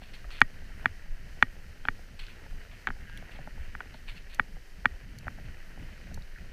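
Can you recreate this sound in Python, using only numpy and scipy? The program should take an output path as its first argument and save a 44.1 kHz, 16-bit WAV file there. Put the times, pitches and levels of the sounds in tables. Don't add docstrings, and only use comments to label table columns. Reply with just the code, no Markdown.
import sys
import numpy as np
from scipy import signal
from scipy.fft import rfft, irfft
from scipy.io import wavfile
from scipy.ndimage import uniform_filter1d

SR = 44100
rng = np.random.default_rng(int(sys.argv[2]) if len(sys.argv) > 2 else 0)


def level_to_linear(level):
    exponent = np.asarray(level, float) / 20
    return 10 ** exponent


def unload_audio(sound):
    columns = np.transpose(np.atleast_2d(sound))
    steps = np.round(np.clip(columns, -1, 1) * 32767)
    wavfile.write(sys.argv[1], SR, steps.astype(np.int16))


N = 287532
T = np.arange(N) / SR


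def unit(x):
    return x / np.sqrt(np.mean(x ** 2))


def walk(rate):
    hold = int(SR / rate)
    levels = np.repeat(rng.standard_normal(N // hold + 1), hold)[:N]
    return unit(uniform_filter1d(uniform_filter1d(levels, hold), hold))


def coloured(x, colour, lo_hz=1, hi_hz=SR):
    f = np.maximum(np.fft.rfftfreq(N, 1 / SR), 1)
    hz, db = np.transpose(colour)
    edges = 1 / np.sqrt((1 + (lo_hz / f) ** 10) * (1 + (f / hi_hz) ** 10))
    gain = level_to_linear(np.interp(np.log(f), np.log(hz), db))
    return irfft(rfft(x) * gain * edges, N)


def grains(per_s, spread_db):
    size = level_to_linear(spread_db * rng.exponential(size=N))
    hit = (rng.random(N) < per_s / SR) * size
    tail = signal.lfilter([1], [1, -.97], hit)
    return rng.standard_normal(N) * (1 + tail)


def bands(sources, curve, offset_db, follow, colour, edges_hz, shared_db, own_db, rate):
    db = np.interp(T, *np.transpose(curve))
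    mean_db = db.mean()
    out, gust = 0, walk(rate)
    settings = zip(sources, edges_hz, edges_hz[1:], offset_db, follow, shared_db)
    for source, lo, hi, lift_db, share, depth_db in settings:
        mid = np.sqrt(lo * hi)
        halves = [coloured(source, colour, a, b) * level_to_linear(own_db * walk(rate))
                  for a, b in ((lo, mid), (mid, hi))]
        flickering = unit(sum(halves) * level_to_linear(depth_db * gust))
        out = out + flickering * level_to_linear(mean_db + lift_db + share * (db - mean_db))
    return out


def ring(modes, contact_ms, stretch, detune):
    t = np.arange(6144) / SR
    hz, db, t60, sign = np.transpose(modes)[:, :, None]
    decay = 1000. ** (-t / (t60 * stretch))
    y = np.sum(sign * level_to_linear(db) * np.sin(2 * np.pi * hz * detune * t) * decay, axis=0)
    push = np.exp(-.5 * ((t[:128] * 1000 - 1) / max(contact_ms, .02)) ** 2)
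    y = np.convolve(y, push)[:len(t)]
    return y / np.abs(y).max()


def add(out, s, sound):
    i = max(int(s * SR), 0)
    out[i:i + len(sound)] += sound[:N - i]


# (frequency [Hz], level [dB], t60 [s], polarity)
HARNESS_MODES = [(105.8, -1.5, 0.087, -0.51), (161, -8, 0.048, 0.91), (252.5, -0.5, 0.047, -0.8),
                 (392, -10, 0.024, -1.3)]


def blows(table, modes, scatter, lead_s):
    out, chance = np.zeros(N), rng.standard_normal((len(table), len(modes), 1))
    harness = ring(HARNESS_MODES, 0.33, 0.95, 1)
    for (s, db, contact_ms, stretch, harness_db), c in zip(table, chance):
        add(out, s - lead_s, level_to_linear(db) * ring(modes, contact_ms, stretch, 1 + scatter * c))
        add(out, s - lead_s + 0.00304, level_to_linear(db + harness_db) * harness)
    return out


# (time [s], level [dB])
WIND_STRENGTH = [(0, -55), (.15, -53), (.35, -54.5), (.7, -53), (1.05, -51.5), (1.65, -52), (2.3, -51.5),
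                 (2.7, -51.5), (3.1, -49.5), (3.45, -52.5), (3.75, -53.5), (4.3, -55.5), (4.52, -54.5),
                 (4.68, -57.5), (4.9, -53), (5.5, -49), (6.12, -50.5), (6.3, -53.5)]
WIND_BANDS = [10, 35, 100, 330]
# (frequency [Hz], density [dB per Hz])
WIND_SPECTRUM = [(8, -21.5), (16, 5.5), (30, -7), (60, -15), (110, -21), (200, -24), (330, -31)]


def wind(air):
    return bands([air] * 3, WIND_STRENGTH, offset_db=[8, 0.6, -6], follow=[0.26, 0.78, 1],
                 colour=WIND_SPECTRUM, edges_hz=WIND_BANDS, shared_db=[.8, 2.8, 3.2], own_db=0.93, rate=19.)


# (time [s], level [dB])
TYRE_LOAD = [(0.0, -59), (0.07, -60.5), (0.85, -57), (1.2, -59.5), (1.61, -60), (2.0, -60), (3.1, -57),
             (3.65, -55.5), (3.87, -57.5), (4.28, -58.5), (4.49, -60.5), (4.81, -60), (5.28, -57),
             (6.52, -58.5)]
TYRE_BANDS = [330, 1200, 3600, 15600]
# (frequency [Hz], density [dB per Hz])
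TYRE_SPECTRUM = [(300, 3), (700, -7), (1150, -13.5), (1450, -5.5), (1900, -2), (2200, -7), (3050, -9),
                 (3400, -20.5), (4400, -18.5), (6300, -24.5), (7100, -30.5), (11000, -31.5), (13300, -29.5),
                 (15500, -32.5)]


def tyres(snow, air):
    return bands([snow, snow, air], TYRE_LOAD, offset_db=[-4.5, -0.5, -6], follow=[0.39, 1.05, 0.093],
                 colour=TYRE_SPECTRUM, edges_hz=TYRE_BANDS, shared_db=[1.5, .8, .2], own_db=0.738, rate=18.)


# (frequency [Hz], rms level [dB])
WHINE_TONES = [(11688, -98), (12228, -98), (13667, -96)]


def whine():
    return sum(np.sqrt(2) * level_to_linear(db) * np.sin(2 * np.pi * hz * T) for hz, db in WHINE_TONES)


# (time [s], level [dB], treble [dB], rise [s], t60 [s])
FABRIC_SLIPS = [(.0, -53.5, -5, 0.035, 0.41), (0.135, -52.5, 3, .001, 0.28), (0.31, -48, 3.5, 0.0081, 0.21),
                (.33, -54, -8, .008, .12), (.35, -50, -6, .008, .12), (.377, -50, -12, .006, 0.13),
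                (2.19, -45, -0.5, 0.0037, 0.26), (2.228, -58, -4, 0.0036, .15),
                (2.266, -51.5, -5, .004, 0.31), (2.29, -59, -10, 0.0071, .2),
                (2.713, -51.5, -19, .002, 0.34), (3.31, -49.5, -3, 0.0071, 0.18),
                (3.34, -52, -18, 0.02, 0.17), (3.941, -57, 3, .002, 0.23),
                (4.067, -44.5, -2.5, 0.028, 0.156), (4.145, -48.5, -3, 0.033, .1),
                (4.295, -55.5, 1, 0.0046, 0.17), (4.315, -51.5, -1, 0.024, .1), (5.455, -58, -7, .003, .1),
                (5.79, -66, 3, 0.039, 0.69)]
# (frequency [Hz], density [dB per Hz])
CLOTH_SPECTRUM = [(530, -24), (900, -15), (1880, -7), (2030, -7), (2460, -1.5), (3980, -9), (4350, -3.5),
                  (4810, -19.5), (6880, -29.5), (7690, -25), (13000, -33.5)]


def jacket():
    t, body, treble = T[:SR // 2], np.zeros(N), np.zeros(N)
    for s, db, treble_db, rise, t60 in FABRIC_SLIPS:
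        decay = 1000. ** (-np.maximum(t - rise, 0) / t60)
        swell = level_to_linear(db) * np.minimum(t / rise, 1) * decay
        add(body, s, swell)
        add(treble, s, swell * level_to_linear(treble_db))
    cloth = unit(coloured(grains(per_s=900, spread_db=1.2), CLOTH_SPECTRUM))
    highpass = signal.butter(3, 3200, "high", fs=SR, output="sos")
    bright = signal.sosfiltfilt(highpass, cloth)
    return (body * (cloth - bright) + treble * bright) * level_to_linear(1.2 * walk(90))


# (time [s], peak level [dB], ring stretch [x], harness below peak [dB])
CHEST_BUMPS = [(.019, -41, 0.64, -7), (.249, -45.5, 1.1, -10), (.56, -52, 1.01, -4), (.621, -46, 0.72, -4),
               (.704, -49, .86, -1), (.845, -37, 0.86, -13), (1.061, -48, 1.07, -8), (1.372, -50, 0.91, -8),
               (1.992, -44.5, 1.2, -10), (2.463, -43.5, 1.3, -7), (2.527, -47, 1.3, -10),
               (2.731, -46.5, 1.1, -4), (2.968, -47, 1.1, -19), (3.096, -49, 1.4, -9),
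               (3.225, -38.5, 0.6, -9), (3.355, -46, 1.1, -17), (3.389, -37.5, 1.3, -9),
               (3.474, -33, 1, -7), (3.578, -43.5, 1.3, -8), (3.857, -47.5, 1.2, 3), (3.944, -40, 1.2, -3),
               (4.39, -33.5, 1.4, -9), (4.567, -43, 1.3, -4.5), (4.849, -30.5, 0.74, -17),
               (0.4128, -34.5, .8, -15), (1.4232, -38.5, 0.94, -15), (4.944, -49.5, 1.01, -6),
               (5.269, -31.5, .68, -10), (5.385, -41.5, 0.92, -19), (5.775, -42, 1.1, -1),
               (6.114, -42.5, 1.01, -18), (6.175, -37.5, 1, -4.5)]
# (frequency [Hz], level [dB], t60 [s], polarity)
PLATE_MODES = [(546, -2, 0.045, 0.73), (800, 1.5, 0.024, -0.95), (1013, -9, .014, 1),
               (1544, -1, 0.018, -1.1), (1920, -2.5, 0.011, 0.81)]


def bumps():
    contact_ms = 0.064
    table = [(s, db, contact_ms, stretch, harness_db) for s, db, stretch, harness_db in CHEST_BUMPS]
    return blows(table, PLATE_MODES, scatter=0.088, lead_s=0.00109)


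# (time [s], peak level [dB], low edge [Hz], high edge [Hz], t60 [s])
SMALL_TICKS = [(.136, -43, 1500, 5000, .014), (.243, -42, 1220, 2590, .015), (.3058, -37, 1100, 5200, .013),
               (.4058, -37, 1500, 12000, .012), (.719, -44, 1200, 2000, .015), (.74, -46, 1000, 2500, .015),
               (1.642, -49, 1400, 2400, .013), (2.1918, -43, 2700, 4700, .012),
               (2.1988, -41, 2000, 3000, .02), (2.2666, -41, 2600, 6000, .012),
               (2.281, -44, 1500, 2100, .02), (2.612, -46, 1500, 2200, .02), (2.714, -44, 1300, 4500, .011),
               (2.8706, -48, 4600, 7200, .008), (3.013, -57, 2000, 3800, .012),
               (3.097, -41, 1200, 4200, .012), (3.175, -37, 2600, 3950, .0057),
               (3.175, -44.5, 4700, 16000, .013), (3.1755, -43, 1500, 2300, .01),
               (3.941, -46, 2800, 4970, .015), (4.088, -41, 2100, 2800, .02), (4.178, -43, 2100, 2900, .01),
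               (4.223, -48, 1300, 6500, .01), (4.346, -40.5, 3900, 15300, .018),
               (4.559, -48, 1200, 2500, .013), (5.186, -42, 4000, 15500, .017),
               (6.143, -40, 3980, 15300, .021), (6.222, -44, 3170, 5200, .011),
               (6.359, -40, 1450, 2150, .03), (6.3735, -46, 1350, 1900, .02),
               (6.384, -42, 1450, 2300, .009)]


def ticks():
    out, t = np.zeros(N), np.arange(2048) / SR
    noises = rng.standard_normal((len(SMALL_TICKS), len(t)))
    for (s, db, low_hz, high_hz, t60), noise in zip(SMALL_TICKS, noises):
        band = signal.butter(4, [low_hz, high_hz], "bandpass", fs=SR, output="sos")
        dull = signal.lfilter([1], [1, -.7], noise)
        envelope = 1000. ** (-t / t60) * np.minimum(t / 0.0013, 1)
        burst = signal.sosfilt(band, dull * envelope)
        add(out, s - .001, level_to_linear(db) * burst / np.abs(burst).max())
    return out


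# (time [s], peak level [dB], pitch [Hz])
RUT_LURCHES = [(.28, -34, 41), (0.449, -29.5, 15.8), (.81, -35, 43), (.91, -41.5, 83), (1.12, -25.5, 20.6),
               (1.48, -33, 21), (1.7, -38.5, 60), (1.831, -34, 16.6), (1.92, -33.5, 19.4),
               (2.228, -32.5, 23), (2.528, -31.5, 25), (2.92, -33, 19), (3.41, -42, 140),
               (3.48, -46.5, 167), (3.53, -32.5, 18.4), (3.61, -33.5, 65), (5.278, -39, 45),
               (4.099, -32.5, 24), (4.13, -47, 110), (4.562, -32.5, 24), (4.55, -48, 155), (4.93, -38, 66),
               (4.95, -34.5, 28), (5.28, -42, 110), (5.48, -39, 54), (5.46, -41.5, 120), (5.91, -46, 82),
               (6.07, -37, 36), (6.18, -35, 25), (6.411, -39, 59), (.63, -43, 72), (1.2, -56, 240),
               (1.66, -50.5, 200), (2.221, -51, 127), (3.87, -47, 60), (4.17, -48, 170), (4.79, -48, 165),
               (5.05, -50, 110), (5.26, -46.5, 150), (6.42, -49, 164), (5.78, -48, 170), (5.93, -48, 214),
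               (.85, -42.5, 130), (4.5, -51, 195)]


def lurches():
    out, t = np.zeros(N), T[:SR // 2] - 1 / 4
    for (s, db, hz), turn in zip(RUT_LURCHES, rng.random((len(RUT_LURCHES), 1))):
        cycles = 0.52 * (hz / 25) ** 0.53
        swing = np.sin(2 * np.pi * (hz * t + turn))
        add(out, s - 1 / 4, level_to_linear(db) * swing * np.exp(-.5 * (t * hz / cycles) ** 2))
    return out


# (time [s], peak level [dB], contact [ms], ring stretch [x], harness below peak [dB])
MOUNT_KNOCKS = [(.416, 0.67, 0.025, 1.01, -23), (.8577, -8, 0.042, 0.93, -21),
                (1.4257, -2, 0.021, 1.01, -22), (1.8854, -10.5, 0.043, 0.91, -20),
                (2.8714, -15, 0.027, 0.96, -24), (2.9038, -23.5, .11, 0.94, -16),
                (3.751, -26.5, .07, 0.95, -23), (3.8049, -25, 0.054, 1.06, -29),
                (4.3963, -7, 0.056, 0.97, -22), (4.8564, -5.5, 0.036, 0.95, -21.5),
                (5.2806, -21.5, 0.09, 0.99, -22)]
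# (frequency [Hz], level [dB], t60 [s], polarity)
CASE_MODES = [(853, -28.5, .013, 1), (1071, -15.5, .0041, 1), (1423, 4.6, .0038, -1), (1461, 2.6, .0053, 1),
              (1849, -14.6, .0087, -1), (1875, -47, .08, -1), (1195, -46, .038, -1), (2147, -5.9, .0022, 1),
              (2237, -21, .0133, -1), (2630, -31.8, .0071, -1), (3028, -36.5, .0137, -1),
              (3436, -31.5, .0107, -1), (4093, -34.4, .0045, -1), (4350, -42, .0095, 1),
              (5030, -53, .0086, -1), (6250, -41, .0041, -1)]


def knocks():
    return blows(MOUNT_KNOCKS, CASE_MODES, scatter=0.0019, lead_s=0.001233)


# (time [s], peak level [dB], contact [ms], ring stretch [x], harness below peak [dB])
EDGE_GLANCES = [
    (1.853, -23.5, 0.051, 1.1, -18),
    (1.8737, -37, .05, .9, -22),
    (2.8735, -25.5, 0.023, 0.79, -15),
    (2.877, -25.5, 0.087, 1.2, -18),
    (2.8795, -31, 0.079, 1.6, -28),
    (2.885, -38, .08, 1.01, -25),
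    (2.8873, -28, 0.059, 0.66, -4.5),
    (3.8072, -36, 0.057, 2.1, -25),
    (3.8092, -32, 0.14, 1.1, -25),
]
# (frequency [Hz], level [dB], t60 [s], polarity)
EDGE_MODES = [(800, -10, 0.014, 0.91), (1310, -3.5, 0.01, -0.91), (1540, -0.5, 0.01, 1),
              (1770, -13, 0.0088, -0.85), (2380, -12.5, 0.015, -0.99), (2769, -15, 0.015, 0.91),
              (3300, -9, 0.0074, -1.14), (4500, -24, 0.013, 0.92)]


def glances():
    return blows(EDGE_GLANCES, EDGE_MODES, scatter=.03, lead_s=0.00143)


# (time [s], slip rate [Hz], level [dB])
STRAP_CREAK = [
    (3.06, 164.9, -61),
    (3.086, 163.2, -53),
    (3.098, 165.2, -51),
    (3.12, 158.4, -49),
    (3.162, 166, -51),
    (3.174, 163, -51),
    (3.185, 157, -54),
]
# (frequency [Hz], level [dB])
BUCKLE_SPECTRUM = [(400, -16), (1150, -21), (1450, -6), (1620, 5), (1950, -10), (2400, -14), (2950, -6),
                   (3350, -24)]


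def strap():
    fade_s, lift_db = .012, -2.5
    s, rate, db = np.transpose(STRAP_CREAK)
    uneven_hz = np.interp(T, s, rate) * (1 + .008 * walk(150))
    phase = 2 * np.pi * np.cumsum(uneven_hz) / SR
    pulses = sum(np.cos(k * phase) for k in range(2, 24))
    slips = unit(coloured(pulses, BUCKLE_SPECTRUM))
    gate = np.clip(np.minimum(T - s[0], s[-1] - T) / fade_s + 1, 0, 1)
    return slips * gate * level_to_linear(np.interp(T, s, db) + lift_db + 2.5 * walk(160))


# (time [s], peak level [dB])
CHAIN_TICKS = [
    (4.347, -39),
    (5.187, -37),
    (6.144, -37),
]
# (frequency [Hz], level [dB], t60 [s], polarity)
LINK_MODES = [(2100, -7, .012, 0.93), (4370, 1, 0.014, 1), (6060, 0.5, 0.013, -0.92), (6860, -4, .012, 1),
              (11300, -2, .011, -1), (13300, -8, .011, 1)]


def chain():
    out = np.zeros(N)
    chance = rng.standard_normal((len(CHAIN_TICKS), len(LINK_MODES), 1))
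    for (s, db), c in zip(CHAIN_TICKS, chance):
        add(out, s - .001, level_to_linear(db) * ring(LINK_MODES, .02, 1, 1 + .015 * c))
    return out


def scene():
    air = rng.standard_normal(N)
    snow = grains(per_s=400, spread_db=1.1)
    lowpass = signal.ellip(8, .2, 40, 15330, fs=SR, output="sos")
    bright = signal.sosfilt(lowpass, tyres(snow, air) + whine() + jacket() + ticks())
    mount = bumps() + knocks() + glances()
    return (wind(air) + bright + mount + lurches() + strap() + chain())[None]


def low_pass(x):
    return signal.sosfilt(signal.butter(12, 16290, fs=SR, output="sos"), x)


def record(dry):
    ceiling, knee = .93, 10
    mix = dry / (1 + np.abs(dry / ceiling) ** knee) ** (1 / knee)
    return low_pass(mix)


dry = scene()
out = record(dry)
unload_audio(out)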